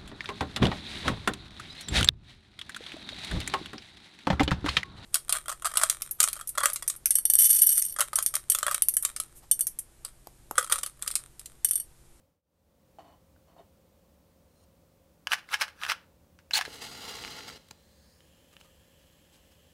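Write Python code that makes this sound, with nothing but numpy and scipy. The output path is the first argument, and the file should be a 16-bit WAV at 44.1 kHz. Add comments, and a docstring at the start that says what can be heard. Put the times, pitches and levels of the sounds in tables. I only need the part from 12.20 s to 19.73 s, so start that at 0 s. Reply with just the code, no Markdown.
"""Lighting a match at a toy stove

In a quiet room a hand unlatches the door of a miniature metal stove, which knocks and rubs.
A matchbox is shaken three times, its sticks clattering on the cardboard. One match squeaks along
the box and flares for a second as tiny gas jets sputter from its head. Then its wood burns with
a thin sizzle while it is lowered to a small candle in a tin cup."""
import sys
import numpy as np
from scipy import signal
from scipy.fft import rfft, irfft
from scipy.io import wavfile

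SR = 44100
rng = np.random.default_rng(int(sys.argv[2]) if len(sys.argv) > 2 else 0)


def dump_mix(stems):
    """Bounce the given channels to the path in sys.argv[1] as a 16-bit WAV at rate SR."""
    frames = np.atleast_2d(stems).T  # one column per channel
    limited = np.clip(frames, -1, 1)  # hard clip at full scale
    pcm = np.round(limited * 32767).astype(np.int16)
    wavfile.write(sys.argv[1], SR, pcm)


N = 332098
TIME, HZ = np.arange(N) / SR, np.fft.rfftfreq(4096, 1 / SR)
TOP_HZ = 15830


def amp(db):
    """Turns decibels into a gain."""
    return 10 ** (np.asarray(db) / 20)


def unit(x):
    """Scales a sound to an average (rms) level of 1."""
    return x / np.sqrt(np.mean(x ** 2) + 1e-20)


def at_pitch(rows, hz):
    """Reads a table between its rows, on a log-frequency scale."""
    f, value = np.transpose(rows)
    return np.interp(np.log(hz + 1), np.log(f + 1), value)


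def over_time(rows):
    """Joins rows of time and value with straight lines."""
    return np.interp(TIME, *np.transpose(rows))


def held(start, end, rise_s, fall_s):
    """Swells up to start, holds at 1 until end, then dies away."""
    return np.exp(-np.maximum(start - TIME, 0) / rise_s - np.maximum(TIME - end, 0) / fall_s)


def bump(s, width_s):
    """A smooth hill of height 1 around time s."""
    return np.exp(-.5 * ((TIME - s) / width_s) ** 2)


def add(mix, s, sound):
    """Mixes a sound in at time s."""
    part = mix[round(s * SR):][:len(sound)]
    part += sound[:len(part)]


def body(tone, resonances=()):
    """How an object answers one tap, given its overall tone and its resonances."""
    db = at_pitch(tone, HZ) + sum(d / (1 + (2 * (HZ - f) / w) ** 2) for f, w, d in resonances)
    log_gain = np.log(amp(np.r_[db, db[-2:0:-1]]))
    response = np.fft.ifft(np.exp(np.conj(signal.hilbert(log_gain)))).real  # rings only after the tap
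    return response / np.linalg.norm(response)


def through(x, response):
    """Plays a sound through a body or a room."""
    return signal.oaconvolve(x, response)[:N]


def resonate(x, hz, width_hz):
    """Rings a sound at the pitch hz, which may move; level 1."""
    turn = np.exp(2j * np.pi * np.cumsum(hz * np.ones(N)) / SR)
    r = np.exp(-np.pi * width_hz / SR)
    return unit((turn * signal.lfilter([1], [1, -2 * r, r * r], x / turn)).real)


def noise():
    """White noise at level 1."""
    return rng.standard_normal(N)


def drift(hz):
    """A random wobble, up to about hz times a second."""
    return unit(irfft(rfft(noise()) * np.exp(-(np.fft.rfftfreq(N, 1 / SR) / hz) ** 2), N))


def grains(per_s, spread_db):
    """Tiny random impacts of uneven size."""
    size = amp(spread_db * np.minimum(rng.exponential(1, N), 3))
    return unit(size * np.sign(noise()) * (rng.random(N) < per_s / SR))


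def blows(rows, response, share, scatter, linger):
    """Each blow rings at its own pitch and shakes a body; share sets how much body is heard."""
    out, t = np.zeros(N), np.arange(4096) / SR
    for (s, db, hz, ring_s), chance in zip(rows, rng.standard_normal((len(rows), len(t)))):
        ring = np.sin(2 * np.pi * hz * t) * amp(-60 * t / ring_s) * (1 - np.exp(-t * hz * 2))
        rattle = chance * amp(-60 * t / (linger * ring_s))  # tiny contacts after the blow
        force = (t == 0) + scatter * rattle / np.linalg.norm(rattle)
        shaken = signal.fftconvolve(force, response)[:len(t)]
        sound = ring / np.linalg.norm(ring) + share * shaken
        add(out, s, amp(db) * sound / abs(sound).max())
    return out


# The tone of the quiet room. Each row: frequency in Hz, level in dB.
AIR_TONE = [(15, -35.5), (25, -17), (76, 2), (114, -7), (157, -9), (285, -9), (405, -15.5), (531, -7.5),
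            (624, -18), (714, -17), (1040, -20.5), (1650, -28), (12900, -33), (14000, -31), (16000, -32)]
# The notes of the hum. Each row: pitch in Hz, level in dB.
HUM_NOTES = [(86, -81.5), (167, -74), (210, -79), (538, -76.5), (587, -79.5), (13910, -88)]
def background():
    """Room rumble, hiss and a wavering hum; the level dips briefly at the start."""
    air = amp(-64) * through(noise(), body(AIR_TONE))
    hum = sum(amp(db) * np.sqrt(2) * np.sin(2 * np.pi * hz * TIME + .9 * drift(9))
              for hz, db in HUM_NOTES)
    dip_s = 0.22
    fade = np.maximum((dip_s - TIME) / 0.37, (TIME - dip_s) / 0.55)
    return (air + hum) * np.minimum(amp(-28) + fade, 1)


# The tone of the door. Each row: frequency in Hz, level in dB.
DOOR_TONE = [(60, -22), (280, -13), (750, -5), (1200, -14), (2500, -22.5), (6000, -34), (15000, -41)]
# Where the door rings. Each row: pitch in Hz, width in Hz, boost in dB.
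DOOR_RINGS = [(290, 68, 13), (675, 98, 9.1), (1040, 260, 8.4), (1870, 140, 6.4), (3000, 160, 16),
              (3650, 77, 9), (4370, 190, 15), (5940, 260, 8.9), (7340, 180, 9.9)]
# The latch knocks. Each row: start in seconds, peak in dB, pitch in Hz, length in seconds.
LATCH_KNOCKS = [(.786, -38.5, 816, 0.013), (.792, -39, 735, 0.042), (.925, -65, 1210, 0.019),
                (1.163, -56, 1500, 0.014), (1.365, -47, 746, 0.038), (1.388, -58, 3690, .06),
                (1.396, -45, 700, 0.014), (1.404, -49, 393, 0.061)]
# The door rubs in its frame. Each row: start in seconds, length in seconds, level in dB.
DOOR_RUBS = [(0.796, .008, -53.5), (.845, 0.096, -61.5), (1.276, 0.051, -63.5), (1.38, 0.019, -59),
             (2.396, 0.046, -74)]
def stove_door():
    """The latch knocks and the door rubs, both ringing the same thin metal."""
    metal = body(DOOR_TONE, DOOR_RINGS)
    pressure = sum(amp(db) * held(s, s + length, 0.0034, 0.025) for s, length, db in DOOR_RUBS)
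    rub = pressure * through(grains(1500, spread_db=1.5), metal)
    return rub + blows(LATCH_KNOCKS, metal, share=0.41, scatter=1.5, linger=2.2)


# Where the hinge rings. Each row: pitch in Hz, width in Hz, boost in dB.
HINGE_RINGS = [(2730, 150, 15), (4150, 160, 21), (5550, 370, 14), (6650, 150, 18), (8800, 180, 17),
               (9500, 500, 12)]
def hinge():
    """The hinge whispers louder as the door swings wide, then stops."""
    metal = body([(1500, -15), (3000, -1.5), (9000, -1), (16000, -10)], HINGE_RINGS)
    swing = amp(-71.5) * held(2.44, 2.44, rise_s=0.094, fall_s=.01)
    return swing * through(grains(900, spread_db=-1), metal)


def stick_ticks(per_s, spread_db, ring_s, count=24):
    """Many small sticks tick at random, each at its own pitch."""
    t = np.arange(512) / SR
    pitches = (np.arange(count) + rng.random(count)) * TOP_HZ / count
    rings = [np.sin(2 * np.pi * hz * t) * amp(-60 * t / ring_s) for hz in pitches]
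    return unit(sum(through(grains(per_s / count, spread_db), ring) for ring in rings))


# The tones of the box and of sliding sticks. Each row: frequency in Hz, level in dB.
BOX_TONE = [(100, -57), (330, -37), (500, -17), (800, -3), (1500, 0.5), (2800, -1), (3800, -5.5),
            (5300, -5.5), (7200, -14), (10500, -15.5), (16000, -26.5)]
SLIDE_TONE = [(200, -27.5), (500, -5.5), (900, 2), (1500, 5), (2400, -3.5), (4000, -3.5), (5400, -5),
              (7500, -14), (10500, -10.5), (16000, -24)]
# Where the box rings, and its hollow note. Each row: pitch in Hz, width in Hz, boost in dB.
BOX_RINGS = [(700, 40, 4.5), (1074, 37, 1.4), (1480, 69, 5.5), (1700, 210, 7.6), (2136, 150, 3.4),
             (2780, 500, 3.1), (5400, 440, 2.9)]
HOLLOW_NOTE = [(1450, 240, 8.5)]
# The heap of sticks lands. Each row: time in seconds, relative level in dB, swell in seconds.
LANDINGS = [(3.134, -20.5, 0.012), (3.188, -44, 0.0069), (3.341, -23.5, 0.014), (3.42, -19, 0.0084),
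            (3.488, -47.5, 0.0091), (3.643, -32, 0.019), (3.704, -20, 0.011), (4.2, -63, .0035),
            (4.395, -38, 0.0042)]
# Single sticks hit hard. Each row: start in seconds, peak in dB, pitch in Hz, length in seconds.
STICK_CLACKS = [(3.0713, -16.5, 2920, 0.0046), (3.1188, -11, 2920, .0088), (3.2893, -35, 2100, 0.013),
                (3.3425, -11.5, 3040, 0.008), (3.412, -15.5, 2340, 0.0089), (3.481, -33, 1540, .008),
                (3.6153, -28, 2410, 0.0027), (3.6353, -16, 3040, 0.0044), (3.6505, -19.5, 3050, 0.0031),
                (3.6645, -24.5, 1700, 0.0053), (3.6995, -12.5, 2647, .0053), (3.718, -15, 1430, 0.011),
                (4.1893, -43, 1590, .011), (4.3098, -21.5, 2700, .008), (4.3887, -16, 4400, 0.0042),
                (4.3897, -21, 753, 0.034), (4.4112, -17.5, 1790, .006), (4.42, -24.5, 1660, 0.015),
                (4.452, -23.5, 1900, .008), (4.4594, -29.5, 4100, 0.022)]
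def matchbox():
    """Sticks slide with a bright rustle, clatter onto the cardboard, and a few keep shifting."""
    box = body(BOX_TONE, BOX_RINGS)
    sliding, landing, shifting = np.zeros((3, N))
    for s, db, swell_s in LANDINGS:
        level = amp(db) * held(s, s, swell_s, fall_s=0.01)
        landed = np.clip((TIME - s) / 0.014 + 1, 0, 1)
        sliding += level * (1 - 0.68 * landed)
        landing += level * landed
        shifting += amp(db - 29.5) * held(s, s, swell_s, fall_s=0.05)
    ticks = through(stick_ticks(7000, spread_db=3, ring_s=0.0079), body(SLIDE_TONE))
    rustle = amp(-4.5) * (sliding + 0.45 * shifting) * ticks
    clatter = amp(-2.5) * landing * through(grains(1400, spread_db=4.5), box)
    stragglers = shifting * through(grains(1100, spread_db=5), body(BOX_TONE, BOX_RINGS + HOLLOW_NOTE))
    clacks = blows(STICK_CLACKS, box, share=0.66, scatter=1.4, linger=3.94)
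    return rustle + clatter + stragglers + clacks


# The tone of the striking strip. Each row: frequency in Hz, level in dB.
GRIT_TONE = [(200, -22), (600, -15), (860, 0.5), (1250, -11.5), (2100, -1), (3500, 2), (4900, -4.5),
             (6700, -3.5), (9000, -8), (12000, -14), (16000, -13)]
# The box wall rings under the strip. Each row: pitch in Hz, width in Hz, boost in dB.
WALL_RING = [(1530, 240, 8.5)]
# The pitch of the squeak. Each row: time in seconds, slips per second.
SLIP_RATES = [(4.337, 4000), (4.347, 4300), (4.361, 4700), (4.367, 3500), (4.375, 2900)]
def strike():
    """The match head tears over the grit, sticking and slipping fast enough to squeak."""
    touch_s, start, end = 4.31, 4.3352, 4.381
    bite_s, lift_s = 0.0011, .004
    resting = amp(-54) * held(touch_s, start, bite_s, lift_s)
    stroke = held(start, end, bite_s, lift_s)
    stroke_db = -31.5 + 160.5 * (np.clip(TIME, start, end) - start)  # louder as the head speeds up
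    strip = through(grains(6000, spread_db=1), body(GRIT_TONE, WALL_RING))
    grit = (resting + amp(stroke_db) * stroke) * strip
    grip = held(start, start + 0.023, bite_s, fall_s=0.016)
    jitter = 0.044 + 0.28 * (1 - grip)  # the squeak turns ragged as the head crumbles
    slip_hz = over_time(SLIP_RATES) * (1 + jitter * drift(921))
    phase = 2 * np.pi * np.cumsum(slip_hz) / SR
    squeak = unit(np.sin(phase) + 0.051 * np.sin(2 * phase)) * (1 + 0.56 * drift(310))
    scrape = grit + amp(-27) * stroke * grip * squeak
    table_echo = -0.3 * np.interp(TIME - .00286, TIME, scrape)
    return scrape + table_echo


# How much farther the echo travels as the match moves. Each row: time in seconds, path in metres.
ECHO_DETOUR = [(4.45, 0.21), (4.6, .222), (4.9, 0.19), (5.1, 0.33), (5.25, 0.3), (5.38, 0.17)]
# Echoes off the stove's faces. Each row: multiple of that path, gain.
FACE_ECHOES = [(1, .38), (2.3, -.3), (3.1, .3)]
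def stove_echoes(x):
    """The stove's small faces reflect only treble; the shifting echoes make it swirl."""
    treble = signal.sosfiltfilt(signal.butter(3, 5200, "high", fs=SR, output="sos"), x)
    delay = over_time(ECHO_DETOUR) / 343  # sound travels 343 metres a second
    return sum(gain * np.interp(TIME - k * delay, TIME, treble) for k, gain in FACE_ECHOES)


FLARE_START, FLARE_PEAK, FLARE_END = 4.43, 4.921, 5.378  # seconds
# The flare's middle, high and low tones. Each row: frequency in Hz, level in dB.
HISS_TONE = [(250, -13.5), (450, -4), (800, 0), (2000, -1.5), (4500, -0.5), (6500, -6), (9000, -17),
             (16000, -27)]
FIZZ_TONE = [(3000, -38), (7000, 3.5), (9000, -0.5), (12000, -2.5), (16000, -9.5)]
ROAR_TONE = [(20, -14), (60, 1.5), (130, 1), (230, 3), (450, -6), (650, -5.5), (2000, -35.5)]
# Stove and table colour the sound. Each row: pitch in Hz, width in Hz, boost or cut in dB.
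NOOK_COLOUR = [(460, 98, 10), (573, 63, -10), (878, 210, 6.5), (975, 57, -14), (1402, 77, 8),
               (1555, 110, -5), (2130, 430, 6), (2400, 165, -11), (2875, 150, 7), (3255, 120, 5),
               (3470, 140, -1), (4120, 320, 8), (4400, 160, -10), (4740, 190, 8.5)]
# Fresh pockets of the head catch. Each row: time in seconds, boost in dB, half length in seconds.
HEAD_SPURTS = [(4.543, 5, 0.012), (4.625, 8, 0.01), (4.656, 4.5, 0.014), (4.896, 2.5, 0.0091),
               (5.285, 5.5, 0.01)]
def flare():
    """Countless tiny gas jets burst from the head over a soft roar, until it is spent."""
    from_peak_s = np.clip(TIME, FLARE_START, FLARE_END) - FLARE_PEAK
    vigour_db = np.minimum(21 * from_peak_s, -13.5 * from_peak_s)  # grows, then wanes
    spurt_db = sum(db * bump(s, width_s) for s, db, width_s in HEAD_SPURTS)
    jets_db = vigour_db + 1.36 * drift(70.4)  # the jets sputter
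    hiss_db = -43.5 + jets_db + spurt_db
    fizz_db = -55 + jets_db + 1.1 * spurt_db - 7.5 * from_peak_s  # less fizz as the head chars
    hiss = amp(hiss_db) * through(grains(9000, spread_db=4), body(HISS_TONE, NOOK_COLOUR))
    fizz = amp(fizz_db) * through(grains(7000, spread_db=6), body(FIZZ_TONE))
    roar = amp(-53.5 + 0.47 * vigour_db) * through(noise(), body(ROAR_TONE, NOOK_COLOUR))
    fade_in = np.clip((TIME - FLARE_START) / 0.021, 0, 1)
    fade_out = np.clip((FLARE_END - TIME) / 0.0055 + .5, 0, 1)
    return (hiss + fizz + roar + stove_echoes(hiss + fizz)) * fade_in * fade_out


# Puffs of gas. Each row: start in seconds, peak in dB, pitch in Hz, length in seconds.
GAS_PUFFS = [(4.479, -32, 507, 0.0099), (5.513, -46, 168.6, 0.016)]
def puffs():
    """Gas escapes in short, dull puffs."""
    return blows(GAS_PUFFS, body(ROAR_TONE, NOOK_COLOUR), share=0.76, scatter=.8, linger=2)


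# Pops of the head. Each row: start in seconds, peak in dB, pitch in Hz.
HEAD_POPS = [(4.989, -30, 2500), (5.0388, -24, 3000), (5.049, -21.5, 2600), (5.078, -27, 2400),
             (5.207, -29.5, 3000), (5.3, -29.5, 1970), (5.5113, -26, 6250)]
def pops(cycles=4.9):
    """The burning head pops, ringing for a few cycles each time."""
    rows = [(s, db, hz, cycles / hz) for s, db, hz in HEAD_POPS]
    return blows(rows, body(HISS_TONE, NOOK_COLOUR), share=1, scatter=0.44, linger=2)


# The tone of the spent head. Each row: frequency in Hz, level in dB.
EMBER_TONE = [(250, -10.5), (800, -1), (4300, 1), (8000, -5), (16000, -16)]
def embers():
    """The spent head hisses on faintly for a moment."""
    glow = amp(-62) * held(FLARE_END, FLARE_END, rise_s=.01, fall_s=0.13)
    return glow * through(grains(9000, spread_db=3.5), body(EMBER_TONE, NOOK_COLOUR))


# The tone of burning wood. Each row: frequency in Hz, level in dB.
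WOOD_TONE = [(500, -19), (1300, -14), (1700, 1.5), (2300, -8), (4500, -7.5), (6500, -8), (9000, -10),
             (13000, -13), (16000, -12)]
# The open oven colours the sound. Each row: pitch in Hz, width in Hz, boost or cut in dB.
OVEN_COLOUR = [(3700, 300, -4), (4110, 160, 4), (4750, 120, 3), (5250, 150, 3), (5900, 400, -3),
               (6550, 170, 5), (7260, 170, 3), (9400, 500, -3)]
# The gaps between hand, flame and stove ring.
# Each row: pitch in Hz with the match raised, pitch in Hz once lowered, width in Hz, level in dB.
AIR_GAPS = [(3530, 6100, 1600, -5.5), (5500, 7560, 1000, -12.5), (7100, 11150, 1900, -11)]
def flame():
    """Wood sizzles; its hollow colour rises as the match is lowered and the gaps close."""
    lower_start, lower_end, reach_cup_s = 5.4, 6.44, 6.0
    progress = np.clip((TIME - lower_start) / (lower_end - lower_start), 0, 1)
    lowered = np.sin(np.pi / 2 * progress) ** 2
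    over_cup = np.clip((TIME - reach_cup_s) / 0.19 + .5, 0, 1)
    jets = through(grains(9000, spread_db=4.5), body([(20, 0), (16000, 0)], OVEN_COLOUR))
    low, middle, high = (amp(db) * resonate(jets, start_hz + (end_hz - start_hz) * lowered, width)
                         for start_hz, end_hz, width, db in AIR_GAPS)
    gaps = low * (1 - 0.72 * over_cup) + middle + high
    cup = amp(-4.5) * over_cup * resonate(jets, hz=3090, width_hz=1000)  # the candle's cup sings along
    wood = amp(-4.5) * through(grains(9000, spread_db=5.5), body(WOOD_TONE, OVEN_COLOUR))
    caught = 1 - np.exp(-np.maximum(TIME - FLARE_END, 0) / 0.17)  # the flame takes hold
    return caught * amp(-65.5 - 1.5 * over_cup) * (wood + gaps + cup)


# Spits of the flame. Each row: time in seconds, level in dB, half length in seconds.
FLAME_SPITS = [(5.487, -55.5, .002), (5.5111, -44.5, 0.0017), (6.335, -60.5, 0.0064), (6.408, -60, 0.0078),
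               (6.45, -63.5, 0.012), (6.817, -72, 0.031), (7.148, -63, 0.02), (7.322, -65, 0.0082)]
def spits():
    """Head and wick spit in brief bursts of fine crackle."""
    level = sum(amp(db) * bump(s, width_s) for s, db, width_s in FLAME_SPITS)
    tone = body([(600, 1.5), (3000, 3.5), (8000, 0), (16000, -9)])
    return level * through(grains(3000, spread_db=1), tone)


# Ticks at the wick. Each row: start in seconds, peak in dB.
TICK_TIMES = [(6.006, -43.5), (6.367, -36), (6.4122, -37)]
# The tone of those ticks. Each row: frequency in Hz, level in dB.
WICK_TONE = [(300, -4), (1000, -6.5), (1900, -3), (2400, -8), (3100, 2), (4200, -10.5), (8000, -17.5),
             (16000, -29)]
def wick_ticks(hz=3000, ring_s=0.0071):
    """The flame ticks inside the candle's cup, which rings briefly."""
    rows = [(s, db, hz, ring_s) for s, db in TICK_TIMES]
    return blows(rows, body(WICK_TONE), share=1.7, scatter=.7, linger=2.2)


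# Touches on the cup. Each row: start in seconds, peak in dB, pitch in Hz, length in seconds.
TIN_TOUCHES = [(6.33, -58, 1190, .15), (6.447, -56, 1225, 0.21)]
def candle_cup():
    """The match brushes the cup, and the thin tin rings faintly."""
    return blows(TIN_TOUCHES, body(WOOD_TONE), share=0.18, scatter=.5, linger=.2)


# How long the room rings. Each row: frequency in Hz, seconds to fade by 60 dB.
ROOM_DECAY = [(150, 0.79), (1000, 0.3), (4000, 0.25), (14000, 0.11)]
# Echoes off the table top and the stove. Each row: delay in seconds, gain.
NEAR_ECHOES = [(.0024, 0.013), (.0041, -0.018), (.0073, .1), (0.0102, 0.031)]
def room(x):
    """A few close echoes and a faint tail whose treble dies first."""
    hz, t, spectrum = signal.stft(rng.standard_normal(SR // 2), SR, nperseg=256)
    decay = amp(-60 * t / at_pitch(ROOM_DECAY, hz)[:, None])
    tail = signal.istft(spectrum * decay, SR, nperseg=256)[1]
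    tail *= np.clip(np.arange(len(tail)) / SR / 0.00477, 0, 1)
    tail *= amp(-18.5) / np.linalg.norm(tail)
    for delay, gain in NEAR_ECHOES:
        add(tail, delay, [gain])
    return through(x, tail)


def scene():
    """Everything happens close by, so the room stays faint."""
    near = stove_door() + hinge() + matchbox() + strike()
    near += flare() + puffs() + pops() + embers() + flame() + spits() + wick_ticks() + candle_cup()
    return (near + room(near) + background())[None]


def record(dry):
    """Cuts the treble above TOP_HZ."""
    lowpass = signal.firwin(511, TOP_HZ, window=("kaiser", 9), fs=SR)
    return signal.oaconvolve(dry, lowpass[None], "same")


dry = scene()
out = record(dry)
dump_mix(out)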